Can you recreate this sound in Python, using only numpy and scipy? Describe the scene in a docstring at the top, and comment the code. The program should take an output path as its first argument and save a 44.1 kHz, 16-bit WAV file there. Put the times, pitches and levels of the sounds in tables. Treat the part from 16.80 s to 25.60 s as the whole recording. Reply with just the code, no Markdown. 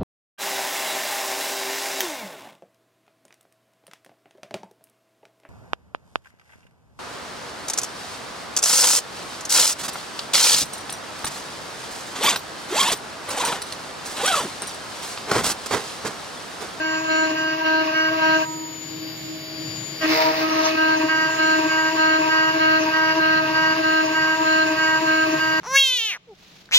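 """A CNC spindle at 19000 rpm drives a small cutter back and forth through aluminium, heard from close by.
First come six short strokes: tool and gantry (the frame that carries it) sing over a scrape of chips,
and the note sags and thuds in the sideways steps between them. At 1.6 s the tool lifts clear, leaving
cooling air, rumble and electric whine. At 3.2 s it meets the metal with a bark and plunges in with
chatter and a wet hiss. From 4 s the strokes go on to the end."""
import sys
import numpy as np
from scipy import signal
from scipy.fft import rfft, irfft
from scipy.io import wavfile
from scipy.ndimage import uniform_filter1d

SR = 44100
rng = np.random.default_rng(int(sys.argv[2]) if len(sys.argv) > 2 else 0)


def dump_mix(stems):
    """Bounce the given channels to the path in sys.argv[1] as a 16-bit WAV at rate SR."""
    frames = np.atleast_2d(stems).T  # one column per channel
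    limited = np.clip(frames, -1, 1)  # hard clip at full scale
    pcm = np.round(limited * 32767).astype(np.int16)
    wavfile.write(sys.argv[1], SR, pcm)


N = 388080
T = np.arange(N) / SR
HZ = np.maximum(np.arange(N // 2 + 1) * SR / N, 1)
SLOW_T = np.arange(N // 40 + 2) * 40 / SR   # a coarse clock for slow changes
APART = np.array([[.5], [-.5]])   # splits a level or phase difference between left and right

# The cutter's tones. An "order" is a tone at a whole multiple of the spindle's turning rate.
# Each row: order, what drives it, level in dB, then extra dB on strokes out (taken off on strokes
# back), between strokes, before the lift and while boring down.
CUTTER_ORDERS = [(1, "shake", -1, 1.17, 0, 1, 0.5), (2, "drone", -4, 1, -0.5, 4.5, 0),
                 (3, "force", 0.47, 1.2, -1.5, 3, -1), (4, "ring", -7.5, 1.36, 0, -2, 7),
                 (5, "ring", 1.6, 0.53, -0.8, 0, -4), (6, "ring", -12.5, -2, 1, -2, 6),
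                 (7, "ring", -18, 1.5, 1, 1.5, 9.5), (8, "flank", -5, 1.5, -2.5, 0, 1),
                 (9, "ring", -11.5, -0.6, 1.5, 2.5, 1.5), (10, "ring", -27.5, 2, -3, -2, 0),
                 (13, "ring", -22, 5, -0.5, 0, 5), (14, "scrape", -10.5, 2, -9, 0.5, -1),
                 (15, "ring", -20, -4, -2, -2.5, 0), (18, "ring", -28, -2.5, -2, 5.5, -5)]
# How those tones reach the ears. Each row: order, dB louder on the left, left ear's phase lead in
# radians, extra lead on strokes out (taken off on strokes back), extra lead before the lift.
CUTTER_EARS = [(1, 2, 0.1, -0.9, -0.5), (2, 6, 1.16, 0.15, -0.5), (3, 3, 1.9, 0.8, 1.5),
               (4, -14, -1.5, -0.29, 3), (5, -1, 1.3844, 0.022, -0.16), (6, -2, 0.23, -1.2, -0.8),
               (7, 3.5, -0.86, -1, 0), (8, 0.5, -1.83, -0.46, 0.5), (9, -6.5, 1.76, -0.078, 0.5),
               (10, -1, 1, 0.13, -1), (13, 11, 3, 0.33, -2.1), (14, 6, 0.7, -.3, 0.5),
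               (15, 0.5, 3, 0.65, 1.5), (18, 1, 5.5, 0.84, -0.5)]
# The strokes. Each row: start and length in seconds, +1 out or -1 back, force in dB, tool ring in dB.
FEED_STROKES = [(0.019, 0.178, -1, -34, -26), (0.289, 0.18, 1, -30, -23.5), (0.563, 0.19, -1, -32.5, -25.5),
                (0.847, 0.18, 1, -29.5, -23), (1.14, 0.16, -1, -31.5, -21), (1.42, 0.16, 1, -28, -21),
                (3.967, 0.19, 1, -25, -22.5), (4.285, 0.19, -1, -29.5, -21), (4.588, 0.17, 1, -25.5, -21),
                (4.888, 0.21, -1, -26.5, -21.5), (5.183, 0.2, 1, -25.5, -20.5),
                (5.503, 0.21, -1, -26, -19.5), (5.801, 0.19, 1, -25, -20.5),
                (6.125, 0.21, -1, -25.5, -20.5), (6.415, 0.189, 1, -27, -21), (6.739, 0.2, -1, -25.5, -20),
                (7.035, 0.189, 1, -26, -22), (7.345, 0.211, -1, -27.5, -21.5), (7.653, 0.19, 1, -25.5, -21),
                (7.978, 0.21, -1, -26.5, -20.5), (8.273, 0.18, 1, -26.5, -21.5),
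                (8.597, 0.2, -1, -28, -21.5)]
# The tool digs in as it turns round. Each row: time in seconds, level in dB.
DIG_THUDS = [(.526, -29), (1.012, -29), (1.08, -28), (1.322, -27.5), (1.377, -31), (1.568, -27),
             (4.189, -24), (4.245, -20.5), (4.793, -22.5), (4.859, -19), (5.153, -26), (5.408, -23),
             (5.47, -22), (5.766, -22), (6.019, -23), (6.085, -21.5), (6.382, -22), (6.639, -23),
             (6.708, -25), (6.997, -24), (7.25, -22), (7.312, -22.5), (7.617, -25), (7.873, -25),
             (7.932, -22), (8.236, -23.5), (8.485, -24), (8.547, -20)]
# Resonances that the chips rasp in. Each row: pitch in Hz, ratio either side at which it has died away,
# level in dB on strokes out, on strokes back and between strokes, dB louder on the left.
CHIP_RASPS = [(1107, 1.3, -12, -4, -8, 0.5), (2710, 1.3, -5.5, -8, -6, 1.5),
              (4380, 2.6, -10.5, -15, -20.5, 7.5), (2610, 1.15, -11, -18, -22, 2),
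              (4250, 1.8, -10.5, -24.5, -23, 6)]
# The tool's side rubs. Each row: time in seconds, length in seconds, level in dB.
RUBS = [(1.575, .1, -58), (3.733, .05, -55), (3.8, 0.034, -54), (3.86, 0.047, -49), (4.177, .035, -60),
        (4.55, 0.039, -58), (6.02, 0.07, -56), (6.374, 0.024, -58), (7.26, 0.024, -55), (8.53, 0.045, -57)]
# The shank's squeaking tones. Each row: pitch in Hz, level in dB.
SHANK_MODES = [(6360, 16.5), (5500, 18)]
# The cutting edges brush the wall on the way up. Each row: order, level in dB.
LIFT_ORDERS = [(2, -49.5), (3, -31.5), (4, -42), (5, -47), (6, -45)]
# The free spindle's wavering once-a-turn hum. Each row: time in seconds, level in dB.
SPINDLE_HUM = [(1.68, -38), (1.73, -34), (1.84, -34), (1.91, -41.5), (2.03, -42), (2.12, -36),
               (2.22, -34.5), (2.41, -43), (2.5, -34), (2.68, -45), (2.82, -34.5), (3.05, -44)]
# The bark on touching the metal. 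Each row: order, level in dB, left ear's lead in radians.
BARK_ORDERS = [(2, -26, 0.074), (4, -30, -1.5), (5, -27.5, 1), (6, -28, 0.94), (7, -38, -.7),
               (8, -36.5, -1.8), (9, -35, 0.87), (10, -41, 1)]
# Boring down. Each row: time in seconds, then once-a-turn shake, gantry drone, tool ring, scrape in dB.
BORING_LEVELS = [(3.2, -51, -54, -45, -31), (3.244, -20, -39, -47, -28), (3.275, -25, -33, -37, -31),
                 (3.315, -19.5, -29, -37, -28), (3.37, -34, -27, -37, -33), (3.445, -31, -19, -34, -32),
                 (3.51, -24, -24, -40, -33), (3.54, -36, -32, -37, -32.5), (3.64, -23, -26, -34, -31.5),
                 (3.675, -27, -34, -33, -32), (3.73, -24, -27, -31.5, -30.5), (3.88, -31, -19.5, -32, -28),
                 (3.95, -25.5, -25.5, -34, -34)]
# The plunge's own sounds. Each row: time in seconds, then wet hiss, chatter, snapping chips in dB.
PLUNGE_LEVELS = [(3.25, -57, -75, -63), (3.275, -33, -44, -36), (3.31, -26, -31, -30),
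                 (3.36, -25, -24, -30), (3.395, -26.5, -26.5, -34), (3.415, -26.5, -25, -26),
                 (3.47, -29, -27, -35), (3.535, -35.5, -28, -43), (3.58, -31, -33, -35),
                 (3.63, -32, -36, -41), (3.68, -57, -67, -58), (3.78, -45, -58, -36),
                 (3.88, -41, -58, -31.5), (3.92, -44, -65, -37), (3.96, -70, -75, -70)]
# Chatter tones. Each row: the order it lies CHATTER_HZ above, level in dB.
CHATTER_TONES = [(0, -18.5), (1, -11), (2, -12), (4, -18), (7, -22.5)]
# The tool's high tones, struck by snapping chips. Each row: pitch in Hz, level in dB.
TOOL_MODES = [(2300, -2.5), (3700, 4.5), (4400, 5.5), (4900, -5), (5500, -9.5), (6400, -8), (11500, -17),
              (13000, -19), (14300, -15)]
# The running machine. Each row: time in seconds, frame rumble in dB, inverter whine in dB.
MACHINE_LEVELS = [(0.0, -48, -73), (1.1, -51, -60), (1.5, -45, -50), (1.87, -50.5, -51.5),
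                  (1.99, -45.5, -48), (2.3, -42.5, -43.5), (2.45, -42, -46.5), (2.65, -49, -45),
                  (2.92, -38, -39), (3.07, -40, -42), (3.19, -46, -38), (3.5, -51, -45), (4.3, -45.5, -52),
                  (5.1, -48, -44), (5.6, -46.5, -52.5), (6.8, -41.5, -49.5), (7.2, -48, -47),
                  (8.79, -43.5, -53)]
# The rotor's whine swells as the head moves through standing waves.
# Each row: time in seconds, left level in dB, right level in dB.
SLOT_WHINE = [(0.0, -55, -45), (0.4, -41, -37), (0.85, -53.5, -58), (1.45, -58, -47.5), (1.75, -41, -36),
              (2.1, -35.5, -53), (2.45, -52.5, -39.5), (3.05, -32.5, -60), (3.45, -52.5, -62),
              (4.55, -44.5, -37.5), (5.0, -38.5, -43), (5.6, -43, -51.5), (6.45, -56, -58),
              (7.0, -50.5, -45.5), (7.75, -47, -37.5), (8.8, -48, -43.5)]
# Thin tones of the inverter (the motor's power supply). Each row: pitch in Hz, level in dB. 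# DRIVE_TONES holds
# further thin tones, the low ones from the motor and the highest ones (10000, 11028, # 14048 Hz) from the
# inverter's switching. Same columns.
INVERTER_TONES = [(4365, -24), (4683, -4.5), (4926, -19), (5072, -22.5), (5318, -15)]
DRIVE_TONES = [(634, -51), (2171, -56), (3019, -57.5), (10000, -69.5), (11028, -60.5), (12300, -70),
               (12930, -67.5), (13410, -64.5), (14048, -56)]
# The colours of four noises. Each row: frequency in Hz, relative level in dB.
SCRAPE_COLOUR = [(90, -105), (170, -79.5), (400, -68.5), (560, -74), (860, -70), (1130, -66), (1400, -76),
                 (1750, -64), (2100, -68), (2400, -69.5), (2850, -70), (3250, -74.5), (3800, -73.5),
                 (4900, -71.5), (5700, -77), (6600, -80.5), (7600, -106), (9000, -95), (13000, -92.5),
                 (15500, -105)]
HISS_COLOUR = [(90, -105), (300, -75), (1200, -66), (2200, -57.5), (3400, -73), (4900, -60), (6400, -75.5),
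               (8000, -88), (10500, -91.5), (13400, -78), (15500, -76.5)]
RUMBLE_COLOUR = [(25, -35), (70, -10), (105, 1), (145, 11), (185, 2.5), (230, -7), (400, -79)]
AIR_COLOUR = [(100, -105), (260, -63), (400, -65.5), (900, -69.5), (3000, -69), (4900, -68), (5500, -75.5),
              (6300, -78.5), (7500, -106), (12000, -96.5), (13000, -77.5), (14000, -82.5), (15500, -106)]
# Noise bouncing off the machine bed.
# Each row: frequency in Hz, how alike the ears are from 0 to 1, left ear's lead in radians.
BED_REFLECTIONS = [(140, .99, 0), (400, 0.83, -.5), (920, 0.3, -1.5), (1124, 1, 1), (1390, 0.5, 2.5),
                   (2000, 0, -0.7), (2490, 0.6, -1.34), (3600, 0.01, -0.9), (4460, 0.34, 2.5),
                   (5200, 0.39, 1.5), (15000, 0.1, 5.5)]

SPINDLE_HZ, CHATTER_HZ = 317.15, 149.3
LIFT_S, TOUCH_S, BORED_S = 1.645, 3.212, 3.96   # the tool leaves the metal, meets it, reaches its depth
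EDGE_S, FORCE_LAG_S = 0.028, 0.041   # the ring starts and stops this fast; the force trails the feed
STEP_RING_DB, STEP_SHAKE_DB, STEP_SCRAPE_DB = -8, -4, 1.5   # changes while stepping sideways
CORNER_S, CORNER_WIDTH_S, CORNER_RING_DB = 0.016, 0.0075, -1.5   # a halt just before and after a stroke
RING_SWELL_DB, RING_PEAK_S, RING_SWELL_S = 0.5, 0.046, 0.11   # the ring swells early in a stroke
SLACK_OUT_S, SLACK_BACK_S, SLACK_WIDTH_S = -0.01, 0.012, 0.0086   # the load eases near a stroke's start
SLACK_OUT_DB, SLACK_BACK_DB = -4.5, -7
FLANK_DB = 4.5   # the tool's side rubs harder after a stroke out, less after a stroke back
USUAL_FORCE_DB, SHAKE_DB, SCRAPE_DB = -24.5, -25.5, -33
SHAKE_FOLLOWS, SCRAPE_FOLLOWS = 0.44, 0.51   # shares of the force's swing in dB
RESONANT_ORDERS, RESONANT_CALM = (5, 9), .55   # the tool's resonances cut their flutter to this share
LOW_ORDER_CALM = .45   # the heavy gantry does the same for orders 1 and 2
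ROCK_HZ, ROCK_LAG_S, ROCK_T60_S, ROCK_THROB = 27, 0.0016, .6, .25   # T60: time to fade by 60 dB
CHIP_FLUTTER_DB, CHIP_FLUTTER_PER_S = 1.0, 28
BORING_RASP_DB, BORING_BITE = -4.5, 0.21   # boring down, chips rasp less and tear off more sharply
LIFT_FADE_DB_PER_S = 49
BARK_S, BARK_ATTACK_S, BARK_END_S, BARK_RELEASE_S = 3.203, 0.029, 3.258, 0.005
SNAPS_PER_S, SNAP_SPREAD_DB, SNAP_T60_S = 600, 2, .005
INVERTER_USUAL_DB, INVERTER_PAN_DB, INVERTER_FADE_DB = -52, 8, 2   # standing waves fade it at each ear
MOTOR_FOLLOWS, AIR_FOLLOWS = 0.32, 0.33   # shares of the inverter's swell in dB
CUTOFF_HZ = 15600


def cutter(angle, direction, stepping, drives, low_rough, high_rough, rough_rate, step_rough,
           swing_rad, sway_rad, flutter_rad, rock_rad):
    """The biting edges make tool and gantry sing; the force swings round whenever the feed reverses."""
    rock = rocking(kick=.4, tremor=0.3)
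    unsteady = 1 + step_rough * stepping
    before_lift, boring = smooth(T < LIFT_S, EDGE_S), boring_down()
    out = np.zeros((2, N))
    for levels, placing in zip(CUTTER_ORDERS, CUTTER_EARS):
        order, drive, db, stroke_db, step_db, early_db, boring_db = levels
        _, pan_db, lead, stroke_lead, early_lead = placing
        calm = RESONANT_CALM + (1 - RESONANT_CALM) * stepping if order in RESONANT_ORDERS else 1
        calm = LOW_ORDER_CALM if order <= 2 else calm
        rough = (low_rough * unsteady if order < 6 else high_rough) * calm
        swing = swing_rad * order ** 0.7 * smooth(direction, length_s=0.027)
        phase = order * angle + swing + rock_rad * rock / order
        # the moving head shifts the sound between the ears
        wander = min(order / 2, 1) * (sway_rad * drift(2.04) + calm * flutter_rad * drift(15.0))
        left_lead = lead + stroke_lead * direction + early_lead * before_lift + wander
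        ears = unit_power(from_db(pan_db * APART))
        db = db + stroke_db * direction + step_db * stepping + early_db * before_lift + boring_db * boring
        throb = 1 + ROCK_THROB * rock / order ** 2
        level = drives[drive] * from_db(db) * throb
        out += ears * level * tone(phase + left_lead * APART, rough, rough_rate)
    return out


def feed():
    """The tool's travel: its direction, when it is between strokes, and how hard it drives each sound."""
    start, length, side, force_db, ring_db = np.transpose(FEED_STROKES)
    end = start + length
    stepping = smooth(np.searchsorted(start, T) == np.searchsorted(end, T), EDGE_S)
    corners = bumps(np.append(start - CORNER_S, end + CORNER_S), CORNER_WIDTH_S)
    last_side = side[np.maximum(np.searchsorted(end, T) - 1, 0)]
    load_db = smooth(held(force_db, FORCE_LAG_S), EDGE_S)
    extra_db = load_db - USUAL_FORCE_DB
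    swell_db = RING_SWELL_DB * (bumps(start + RING_PEAK_S, RING_SWELL_S) - .5)
    slack_db = SLACK_OUT_DB * bumps(start[side > 0] + SLACK_OUT_S, SLACK_WIDTH_S)
    slack_db += SLACK_BACK_DB * bumps(start[side < 0] + SLACK_BACK_S, SLACK_WIDTH_S)
    milling_db = {"shake": SHAKE_DB + SHAKE_FOLLOWS * extra_db + STEP_SHAKE_DB * stepping + slack_db,
                  "drone": load_db + slack_db,
                  "ring": held(ring_db) + STEP_RING_DB * stepping + CORNER_RING_DB * corners + swell_db,
                  "scrape": SCRAPE_DB + SCRAPE_FOLLOWS * extra_db + STEP_SCRAPE_DB * stepping}
    milling = smooth((T < LIFT_S) | (T > BORED_S), length_s=0.034)
    boring, digs = boring_down(), thuds()
    drives = {name: milling * from_db(db) + boring * boring_gain
              for (name, db), boring_gain in zip(milling_db.items(), gains(BORING_LEVELS))}
    drives["shake"] = np.sqrt(drives["shake"] ** 2 + digs ** 2 + gains(SPINDLE_HUM)[0] ** 2)
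    drives["force"] = drives["drone"]   # the steady cutting force, without the thuds
    drives["drone"] = np.hypot(drives["drone"], from_db(-3.5) * digs)   # takes a share of each thud
    drives["flank"] = drives["scrape"] * from_db(FLANK_DB * milling * stepping * smooth(last_side, EDGE_S))
    return held(side), stepping, drives


def rocking(kick, tremor):
    """The gantry swings on its bearings, kicked by each stop and trembling a little throughout."""
    swing = 0
    for start, length, side, _, _ in FEED_STROKES:
        since = np.maximum(SLOW_T - start - length - ROCK_LAG_S, 0)
        swing += side * np.sin(2 * np.pi * ROCK_HZ * since) * from_db(-60 * since / ROCK_T60_S)
    trembling = tone(2 * np.pi * ROCK_HZ * T, rough=1.0, rate=1.4)
    return kick * np.interp(T, SLOW_T, swing) + tremor * trembling


def thuds(width_s=.024):
    """Each dig of the tool briefly swells the lowest tones."""
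    return sum(from_db(db) * bumps([s], width_s) for s, db in DIG_THUDS)


def chips(angle, direction, stepping, level, scrape_db, bite_depth, grit_db):
    """Chips tear off in bursts, once a turn; the direction of travel picks the resonances that rasp."""
    boring = boring_down()
    bite = unit_power(1 + (bite_depth + BORING_BITE * boring) * cos(angle))
    flutter = from_db(CHIP_FLUTTER_DB * drift(CHIP_FLUTTER_PER_S))
    outward = (1 + direction) / 2
    out = from_db(scrape_db) * noise(SCRAPE_COLOUR)
    for hz, spread, out_db, back_db, step_db, pan_db in CHIP_RASPS:
        stroke_db = outward * out_db + (1 - outward) * back_db
        rasp_db = (1 - stepping) * stroke_db + stepping * step_db + BORING_RASP_DB * boring
        rasp = noise([(hz / spread, -50), (hz, 0), (hz * spread, -50)])
        out += from_db(rasp_db + grit_db * drift(90) + pan_db * APART) * rasp
    return level * bite * flutter * out


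def plunge(angle, grit_db, beat_db, spray_db):
    """Boring down, both edges beat hard; the tool chatters, snaps off chips and spits coolant."""
    hiss, chatter, snapping = gains(PLUNGE_LEVELS)
    wobble = 2 * np.pi * CHATTER_HZ * T
    tones = sum(from_db(db) * tone(order * angle + wobble, rough=0.23, rate=14)
                for order, db in CHATTER_TONES)
    beating = from_db(beat_db) * tone(2 * angle, rough=0.42, rate=24)
    spray = from_db(spray_db) * noise(HISS_COLOUR)
    spray *= unit_power((1 + 0.11 * cos(wobble)) * from_db(grit_db * drift(150)))
    spray *= unit_power(from_db(2.0 * drift(220)))   # it leaves the tool in short spits
    return hiss * spray + snapping * snaps(angle) + chatter * (tones + beating)


def snaps(angle):
    """Chips break at random, mostly as an edge bites, and ring the tool briefly."""
    breaks = rng.random(N) < SNAPS_PER_S * (1 + cos(2 * angle)) / SR
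    clicks = breaks * from_db(SNAP_SPREAD_DB * np.minimum(rng.exponential(1, N), 3))
    decay = from_db(-60 / (SNAP_T60_S * SR))
    out = np.zeros((2, N))
    for hz, db in TOOL_MODES:
        step_rad = 2 * np.pi * hz / SR
        struck = np.zeros((2, N))
        struck[:, breaks] = clicks[breaks] * rng.standard_normal((breaks.sum(), 2)).T
        feedback = [1, -2 * decay * np.cos(step_rad), decay * decay]
        ringing = signal.lfilter([0, np.sin(step_rad)], feedback, struck + 1e-18)
        soften = signal.butter(1, [hz * .85, hz * 1.15], "band", fs=SR, output="sos")
        out += from_db(db) * signal.sosfilt(soften, ringing)
    return unit_power(out)


def bark(angle, rough):
    """The tip skids on the bare surface and sounds many orders at once, until it bites."""
    rise = np.clip((T - BARK_S) / BARK_ATTACK_S, 0, 1)
    fall = np.exp(-np.maximum(T - BARK_END_S, 0) / BARK_RELEASE_S)
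    skid = angle + rough * drift(40)
    tones = sum(from_db(db) * cos(order * skid + rng.uniform(0, 2 * np.pi) + lead * APART)
                for order, db, lead in BARK_ORDERS)
    return rise * fall * np.sqrt(2) * tones


def withdrawal(angle, lead_rad):
    """The edges brush the wall ever more lightly as the tool rises out of its groove."""
    fade = smooth(T > LIFT_S, EDGE_S) * from_db(-LIFT_FADE_DB_PER_S * np.maximum(T - LIFT_S, 0))
    return fade * sum(from_db(db) * tone(order * angle + lead_rad * APART, rough=0.18, rate=13)
                      for order, db in LIFT_ORDERS)


def squeaks():
    """Short rubs make the tool's shank ring high."""
    swell = sum(from_db(db) * np.exp(-(2 * (T - s) / length) ** 2) for s, length, db in RUBS)
    ears = [sum(from_db(db) * tone(2 * np.pi * hz * T, rough=0.51, rate=48) for hz, db in SHANK_MODES)
            for ear in range(2)]
    return swell * np.array(ears)


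def machine(angle, rumble_db, air_db, slot_db, inverter_db, pan_db):
    """The frame rumbles, cooling air blows, and the motor, its 22 rotor slots and the inverter whine."""
    rumble, inverter = gains(MACHINE_LEVELS)
    slot_phase = 22 * angle + APART * (-.8 + .4 * drift(1))
    whine = from_db(slot_db) * np.array(gains(SLOT_WHINE)) * tone(slot_phase, rough=0.2, rate=17.4)
    switching = sum(from_db(db) * tone(2 * np.pi * hz * T + APART, rough=.17, rate=6)
                    for hz, db in INVERTER_TONES)
    motor = sum(from_db(db) * tone(2 * np.pi * hz * T + APART * (1.6 + .5 * drift(1)), rough=.15, rate=6)
                for hz, db in DRIVE_TONES)
    swell = inverter / from_db(INVERTER_USUAL_DB)
    fade_db = INVERTER_FADE_DB * np.array([drift(3.9), drift(2.6)])
    switching *= inverter * from_db(inverter_db + INVERTER_PAN_DB * APART + fade_db)
    frame = from_db(rumble_db) * rumble * noise(RUMBLE_COLOUR)
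    air = from_db(air_db) * swell ** AIR_FOLLOWS * noise(AIR_COLOUR)
    return frame + whine + switching + (air + swell ** MOTOR_FOLLOWS * motor) * from_db(pan_db * APART)


def boring_down():
    """1 while the tool bores down into the metal, else 0."""
    return smooth((T > TOUCH_S) & (T < BORED_S), length_s=0.0076)


def held(values, lag_s=0):
    """One value a stroke, held along it and then gliding to the next."""
    start, length = np.transpose(FEED_STROKES)[:2]
    corners = np.column_stack([start - CORNER_S, start + length + CORNER_S]).ravel()
    return np.interp(T - lag_s, corners, np.repeat(values, 2))


def tone(phase, rough, rate):
    """A tone whose level and phase waver at random."""
    start = rng.uniform(0, 2 * np.pi)
    return unit_power((1 + rough * drift(rate)) * cos(phase + start + rough * drift(rate)))


def noise(colour):
    """Stereo noise; reflections off the machine bed make the ears differ above the bass."""
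    def across(rows):
        hz, *columns = np.transpose(rows)
        return [np.interp(np.log(HZ), np.log(hz), column) for column in columns]
    db, = across(colour)
    alike, lead = across(BED_REFLECTIONS)
    alike = np.clip(alike, 0, 1)
    shared, left, right = rfft(rng.standard_normal((3, N)))
    common = np.sqrt(alike) * shared * np.exp(1j * lead * APART)
    separate = np.sqrt(1 - alike) * np.array([left, right])
    return unit_power(irfft((common + separate) * from_db(db), N))


def drift(rate):
    """A random wander of about 1 either way, moving about `rate` times a second."""
    decay = np.exp(-80 * np.pi * rate / SR)
    kicks = rng.standard_normal(len(SLOW_T) + 2000)
    wander = signal.lfilter([1], [1, -2 * decay, decay * decay], kicks)[2000:]
    return np.interp(T, SLOW_T, unit_power(wander))


def bumps(times, width_s):
    """A smooth bump of height 1 at each time."""
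    return np.interp(T, SLOW_T, sum(np.exp(-((SLOW_T - s) / width_s) ** 2) for s in times))


def smooth(x, length_s):
    """Moving average: steps become ramps."""
    return uniform_filter1d(np.asarray(x, float), max(int(length_s * SR), 1))


def gains(rows):
    """Each dB column of a timed table as a gain per sample."""
    times, *columns = np.transpose(rows)
    return [from_db(np.interp(T, times, column)) for column in columns]


def from_db(db):
    """Decibels to gain."""
    return 10 ** (np.asarray(db) / 20)


def unit_power(x):
    """Scale to an average power of 1."""
    return x / np.sqrt(np.mean(np.abs(x) ** 2) + 1e-20)


def cos(phase):
    """Cosine of a long-running phase."""
    turns = phase / (2 * np.pi)
    return np.cos((2 * np.pi * (turns - np.floor(turns))).astype(np.float32))


def scene():
    """One spindle angle times everything that turns."""
    angle = 2 * np.pi * np.cumsum(SPINDLE_HZ + 0.11 * drift(1.55)) / SR
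    direction, stepping, drives = feed()
    singing = cutter(angle, direction, stepping, drives, low_rough=0.17, high_rough=0.38, rough_rate=19.6,
                     step_rough=1.73, swing_rad=0.53, sway_rad=0.33, flutter_rad=0.15, rock_rad=0.3)
    scraping = chips(angle, direction, stepping, drives["scrape"],
                     scrape_db=.5, bite_depth=0.29, grit_db=1.5)
    running = machine(angle, rumble_db=0.5, air_db=-41.0, slot_db=1.5, inverter_db=4.5, pan_db=2.5)
    touching = bark(angle, rough=0.072)
    lifting = withdrawal(angle, lead_rad=1.83)
    plunging = plunge(angle, grit_db=-1.5, beat_db=-3.5, spray_db=3.0)
    return singing + scraping + plunging + touching + lifting + squeaks() + running


def record(dry):
    """The highest treble is cut steeply."""
    return signal.sosfilt(signal.ellip(12, .2, 80, CUTOFF_HZ, fs=SR, output="sos"), dry)


dry = scene()
out = record(dry)
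dump_mix(out)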